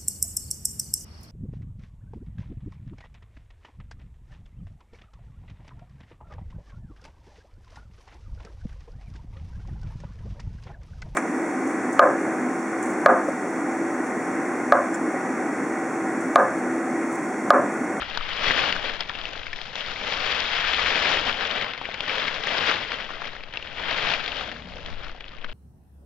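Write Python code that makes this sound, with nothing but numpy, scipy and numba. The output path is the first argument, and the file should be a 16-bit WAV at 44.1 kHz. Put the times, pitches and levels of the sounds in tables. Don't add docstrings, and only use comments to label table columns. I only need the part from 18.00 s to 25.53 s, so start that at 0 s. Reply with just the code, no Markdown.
import sys
import numpy as np
from scipy import signal
from scipy.fft import rfft, irfft, next_fast_len
from scipy.io import wavfile
from scipy.ndimage import map_coordinates
from numba import njit

SR = 44100
rng = np.random.default_rng(int(sys.argv[2]) if len(sys.argv) > 2 else 0)


def boost(x):
    u = np.asarray(x, float) / 20
    return 10 ** u


def unload_wav(signal):
    wavfile.write(
        sys.argv[1],
        SR,
        np.round(np.clip(np.atleast_2d(signal).T, -1, 1) * 32767).astype(np.int16),
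    )


N = 332073


def unit(x):
    return x / np.sqrt(np.mean(x ** 2) + 1e-20)


def along(points, hz):
    f, v = np.transpose(points)
    return np.interp(np.log(hz + 1), np.log(f + 1), v)


def curves(rows):
    s, *cols = np.transpose(rows)
    return [np.interp(np.arange(N) / SR, s, c) for c in cols]


def wobble(rate):
    knots = rng.standard_normal(int(N * rate / SR) + 4)
    return map_coordinates(knots, [np.arange(N) * rate / SR])


def filtered(x, response):
    m = next_fast_len(N + SR // 2)
    return irfft(rfft(x, m) * response(np.fft.rfftfreq(m, 1 / SR)), m)[..., :N]


def causal(points):
    def response(hz):
        cep = irfft(np.log(boost(along(points, hz)) + 1e-6))
        cep[1:len(cep) // 2] *= 2
        cep[len(cep) // 2 + 1:] = 0
        return np.exp(rfft(cep))
    return response


def air(spectrum):
    return unit(filtered(rng.standard_normal((2, N)), lambda hz: boost(along(spectrum, hz))))


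def ports(pair, alike, left_db, lead):
    def response(hz):
        turn = np.arccos(np.clip(along(alike, hz), -1, 1)) / 2
        side = boost(along(left_db, hz) / 2) * np.exp(.5j * along(lead, hz))
        left = [side * np.cos(turn), side * np.sin(turn)]
        right = [np.cos(turn) / side, -np.sin(turn) / side]
        return np.array([left, right])
    return filtered(pair, response).sum(axis=1)


# frequency in Hz, level in dB per Hz.
FOREST = [(88, -35), (150, 6), (811, -3.5), (975, -13), (1430, -6.5), (3300, -13.5), (5180, -33),
          (8140, -59), (10600, -89), (17900, -120)]


def hush():
    return boost(-58) * air(FOREST)


# time in seconds, sway level in dB, rumble level in dB.
WIND = [(0.0, -52.5, -39), (0.06, -38.5, -48), (0.12, -41, -54), (0.61, -31.5, -55.5), (0.67, -52, -43),
        (0.82, -35.5, -56), (1.03, -42, -53.5), (3.23, -44, -46.5), (3.75, -50, -57.5),
        (4.59, -47.5, -49.5), (5.41, -42, -55), (5.85, -50.5, -48), (5.89, -37.5, -51.5),
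        (6.61, -49.5, -47.5), (6.98, -31, -48.5), (7.23, -44, -48.5), (7.26, -42, -44.5),
        (7.53, -32.5, -51)]
# frequency in Hz, level in dB per Hz.
SWAY = [(2, -30.5), (5, 13.5), (14, 8.5), (32, -3), (48, -20), (90, -67)]
# frequency in Hz, level in dB per Hz.
RUMBLE = [(12, -18), (24, -10), (34, -2.5), (46, -6.5), (57, 0.5), (70, -9), (160, -17), (400, -28.5),
          (900, -58.5)]
# frequency in Hz, level in dB per Hz.
MOAN = [(90, -27), (130, -5.5), (220, 1), (280, -10), (380, -45)]


def wind():
    sway_db, rumble_db = curves(WIND)
    sway = boost(sway_db) * ports(air(SWAY), [(10, 0.75)], [(6, 14), (22, 1.1)], [(10, 0.0037)])
    gusts_db = 1.5 * wobble(5)
    rumble = boost(rumble_db + gusts_db) * ports(air(RUMBLE), [(50, .92)], [(50, .6)], [(10, 0.012)])
    moan_s, swell_s = 6.64, .2
    swell = np.exp(-((np.arange(N) / SR - moan_s) / swell_s) ** 2)
    moan = boost(-46) * swell * ports(air(MOAN), [(50, 0.73)], [(50, 3)], [(10, 0)])
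    return sway + rumble + moan


# peak time in seconds, peak level in dB,
# seconds to swell by 10 dB, seconds to fade by 10 dB.
PUSHES = [(0.12, -36, 0.85, 0.37), (0.47, -26, 0.13, 0.3956), (0.65, -26, 0.34, 0.0767),
          (0.87, -32.5, 0.14, 0.11), (1.15, -40, .15, 1.5), (1.78, -33, -0.0055, 0.17),
          (2.08, -31.5, 0.05, 0.14), (2.3, -28.5, 0.33, 0.44), (2.58, -29, 0.3856, 0.27),
          (2.81, -26.5, 0.33, 0.31), (3.15, -22.5, .5, 0.0374), (3.275, -26.5, 0.14, 0.07),
          (3.42, -31, 0.17, 0.2248), (3.62, -28.5, 0.38, .1), (3.85, -38, 0.14, 0.27),
          (3.99, -38, -0.03, 0.09), (4.11, -29.5, 0.07, 0.37), (4.28, -31, 0.29, 0.0956),
          (4.49, -29.5, 0.05, 0.32), (4.7, -22.5, 0.1754, 0.07), (4.92, -32.5, 0.2, 0.19),
          (5.24, -37, 0.22, 0.18), (5.57, -42, 0.09, 0.48), (5.82, -33.5, 0.09, .3),
          (5.92, -29.5, 0.09, 0.3367), (6.12, -26.5, 0.21, 0.1), (6.4, -33.5, .5, 0.14),
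          (6.87, -43, .3, 0.24), (7.04, -45, 0.19, 0.16), (7.36, -49, 0.22, 0.25)]


def drag():
    t = np.arange(N) / SR
    rest_db, after_db, after_t60_s = -54, -20, .08
    power = boost(2 * rest_db)
    for s, db, swell, fade in PUSHES:
        away = np.maximum((s - t) / abs(swell), (t - s) / abs(fade))
        power = power + boost(2 * (db - 10 * away))
    kicks = np.zeros(N)
    for s, db, *_ in [*SNAPS, *TICKS]:
        kicks[int(s * SR)] += boost(2 * (db + after_db))
    after = signal.lfilter([1], [1, -boost(-120 / (after_t60_s * SR))], kicks)
    return 10 * np.log10(power + after)


@njit
def rings(n, start, step, life, size, aside):
    out = np.zeros((2, n))
    for g in range(len(start)):
        first = int(np.ceil(start[g]))
        turn = np.exp(complex(-1 / life[g], step[g]))
        z = size[g] * np.exp(complex(-1 / life[g], step[g]) * (first - start[g]))
        for i in range(first, min(n, first + int(5 * life[g]))):
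            out[0, i] += z.imag
            out[1, i] += (z * aside[g]).imag
            z *= turn
    return out


def bursts(s, db, hz, spread_s, cycles, uneven_db, fade_db, scatter):
    draw = rng.standard_normal((*hz.shape, 4))
    late = rng.exponential(size=hz.shape)
    late[:, 0] = 0
    hz = np.clip(hz, 60, 9000)
    start = (s[:, None] + spread_s * late) * SR
    life = cycles * np.exp(0.39 * draw[..., 0]) * SR / hz
    size = boost(db + uneven_db * draw[..., 1] - fade_db * late) * np.sign(draw[..., 2])
    aside = scatter * np.exp(3j * draw[..., 3])
    flat = [np.ravel(v) for v in (start, 2 * np.pi * hz / SR, life, size, aside)]
    return rings(N, *flat)


# frequency in Hz, level in dB per Hz.
LITTER = [(40, -24.5), (190, -11.5), (232, -6.5), (368, -10), (441, -3.5), (620, -2.5), (970, -5),
          (1570, -1), (3300, -1.5), (3900, -9), (5700, -20), (6200, -27), (7500, -35), (9600, -68.5)]
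# time in seconds, weight in dB, dryness of the leaves in dB.
TREAD = [(0, 0, -2), (.3, -3, -0.5), (.62, 3, 2), (.95, -1, -1), (1.4, 1, 3.5), (1.8, -3, 4.5),
         (2.05, 2.5, 5), (2.55, -8, 0), (3.05, -0.5, 2.5), (3.6, 1, -2), (3.8, -1.5, -4), (4.2, 0, 1.5),
         (4.45, -1, 0.5), (5.1, 0.5, -0.5), (5.9, -2, -2.5), (6.15, -0.5, 1), (6.8, 6, 3), (7.2, 1, -2)]


def rustle(drag_db, count=22000, size=6):
    weight_db, crisp_db = curves(TREAD) + 0.5 * np.array([wobble(8), wobble(8)])
    weight_db = weight_db + 0.092 * (drag_db.mean() - drag_db)
    busy = boost(.9 * (drag_db - drag_db.mean()))
    busy /= busy.mean()
    draw = rng.random((count, 2 + size))
    at = np.interp(draw[:, 0], np.cumsum(busy) / N, np.arange(N)).astype(int)
    calm = np.clip(busy, .3, 4) ** -.3
    clump_db = calm * (2.17 * np.tanh(wobble(45)) + 1.5 * np.tanh(wobble(130)))
    big_db = np.minimum(-2.8 * np.log(1 - draw[:, 1]), 11)
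    hz = 80 * 110 ** draw[:, 2:]
    even_db = 20 * np.log10(hz / 1000)
    db = (clump_db - 10 * np.log10(busy))[at, None] + big_db[:, None] + even_db
    breaks = bursts(at / SR, db, hz, spread_s=.0025, cycles=1.58, uneven_db=2.5, fade_db=4.5, scatter=0.97)
    wash = boost(-3.5 + 0.45 * clump_db) * air(LITTER)
    litter = unit(filtered(breaks, causal(LITTER))) + wash
    deep = filtered(litter, lambda hz: 1 / (1 + (hz / 800) ** 4))
    high = filtered(litter, lambda hz: 1 / (1 + (4200 / (hz + 1)) ** 6))
    middle = litter - deep - high
    return boost(drag_db - 0.05) * (middle + boost(weight_db) * deep + boost(crisp_db) * high)


# time in seconds, peak in dB, pitch in Hz,
# splinter share in dB.
SNAPS = [(0.02, -12.5, 1540, -53), (0.174, -15.5, 1500, -10), (0.508, -10, 1840, -24),
         (0.725, -11, 2060, -18.5), (0.764, -16.5, 1575, -20), (1.006, -14, 2860, -12),
         (1.095, -16.5, 1820, -17.5), (1.254, -17.5, 2600, -21.5), (1.755, -17.5, 3230, -12),
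         (2.122, -14, 2530, -30), (2.404, -15, 3200, -17.5), (2.736, -15, 3290, -26.5),
         (3.171, -10, 2480, -25.5), (3.295, -12, 1610, -31), (3.511, -15, 3120, -23),
         (3.613, -14, 2280, -24), (3.854, -15, 2020, -30), (4.006, -14.5, 2990, -25.5),
         (4.095, -13, 2640, -24.5), (4.281, -14, 2210, -32.5), (4.471, -12.5, 1740, -18),
         (4.608, -10, 2250, -29.5), (4.713, -8, 1445, -21), (5.538, -19.5, 2530, -27),
         (5.572, -15.5, 2740, -43), (5.927, -13, 3080, -37), (6.137, -13, 2540, -32.5),
         (6.319, -17, 2800, -33), (6.41, -19.5, 1367, -27), (7.444, -18, 1980, -32)]
# time in seconds, peak in dB, pitch in Hz, #
# splinter share in dB.
TICKS = [(1.365, -24, 640, -21), (1.467, -21, 2300, -22), (1.53, -18, 1810, -19.5), (1.56, -21, 3400, -21),
         (1.615, -22.5, 3320, -15), (3.644, -15, 2160, -26), (3.735, -18, 2640, -24),
         (3.777, -21, 2220, -22.5), (3.814, -20, 823, -27), (3.889, -21, 648, -26),
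         (3.943, -15.5, 2250, -26), (4.032, -22, 2400, -23), (4.078, -15, 2080, -23),
         (4.919, -18, 1876, -19), (5.104, -21, 1074, -25), (5.271, -20, 2750, -25), (5.364, -26, 1720, -29),
         (5.436, -22.5, 2330, -25), (5.626, -21, 2770, -27), (6.261, -16, 3370, -24),
         (6.279, -14, 2960, -21), (6.368, -20, 3080, -19), (6.516, -20, 1990, -27), (6.705, -37, 635, -26),
         (6.861, -24, 3330, -17), (7.148, -32, 740, -25), (7.207, -24, 2840, -35.5),
         (7.282, -29, 3280, -25), (7.385, -32, 2350, -20), (7.492, -30, 1540, -33)]


def cracks(drag_db, count=45):
    draw = rng.standard_normal((count, 3))
    s = rng.random(count) * (N - 1) / SR
    db = drag_db[(s * SR).astype(int)]
    drowned_db = 0.21 * (db - drag_db.mean())
    db = db - drowned_db + 13.5 - 0.5 * np.tanh(draw[:, 0])
    strays = np.c_[s, db, 2300 * np.exp(.3 * draw[:, 1]), -27 + 4 * draw[:, 2]]
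    return np.vstack([SNAPS, TICKS, strays]).T


def snaps(drag_db, size=7):
    s, db, hz, high_db = cracks(drag_db)
    db = db + 3
    draw = rng.standard_normal((len(s), 3, size))
    draw[:, 0, 0] = 0
    after_db = -7 * (np.arange(size) > 0)
    alike = dict(spread_s=.0022, uneven_db=.8, fade_db=3, scatter=.4)
    body_hz = hz[:, None] * np.exp(0.21 * draw[:, 0])
    knock_hz = 600 * np.exp(0.32 * draw[:, 1])
    splinter_hz = 5000 * np.exp(.24 * draw[:, 2])
    click = bursts(s, db[:, None] + 1, 1.4 * hz[:, None], cycles=.35, **alike)
    body = bursts(s, db[:, None] + after_db + 1.5, body_hz, cycles=2.09, **alike)
    knock = bursts(s, db[:, None] - 20.0, knock_hz, cycles=1.3, **alike)
    splinters = bursts(s, (db + high_db)[:, None] + 13.5, splinter_hz, cycles=1.4, **alike)
    # (Hz, dB)
    muffle = [(60, -6.0), (300, -9), (4000, -3.5), (6000, -13), (7400, -23.5), (10000, -65)]
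    return filtered(click + body + knock + splinters, causal(muffle))


# frequency in Hz, level in dB per Hz.
THUD = [(40, -29.5), (80, -1.5), (130, 0), (220, -5), (400, -41)]


def ground(drag_db):
    grows_db = 0.65 * (drag_db - drag_db.mean())
    return boost(-53.5 + grows_db + 1.9 * wobble(12)) * air(THUD)


# frequency in Hz, left-right likeness from 0 to 1.
ALIKE = [(60, 1), (300, 0.89), (900, 0.87), (2500, 0.8), (5000, 0.7), (7700, .85)]
# frequency in Hz, left over right in dB.
LEFT = [(60, 10), (100, -2.5), (180, 4), (300, 7), (520, 8.5), (890, 9), (1530, 8), (2620, 7), (4480, 13),
        (7690, 11)]
# frequency in Hz, radians by which the left leads.
LEAD = [(0, -1.5), (780, -0.35), (1380, -1.1), (1640, 1), (2500, 0.32), (3450, 1.06), (4130, 0.6),
        (5080, -0.2), (5510, -1.3), (5940, 3), (6630, 0.97), (7840, 2.2)]


def scene():
    drag_db = drag()
    trail = hush() + rustle(drag_db) + snaps(drag_db) + ground(drag_db)
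    return ports(trail, ALIKE, LEFT, LEAD) + wind()


def band_limit(x):
    return signal.sosfilt(signal.butter(12, 8290, fs=SR, output="sos"), x)


# frequency in Hz, gain in dB.
EDGE = [(7200, -1), (7600, -2.5), (7800, -35), (8100, -36), (8600, -43.5)]


def record(dry):
    mix = filtered(dry, causal(EDGE))
    return band_limit(mix)


dry = scene()
out = record(dry)
unload_wav(out)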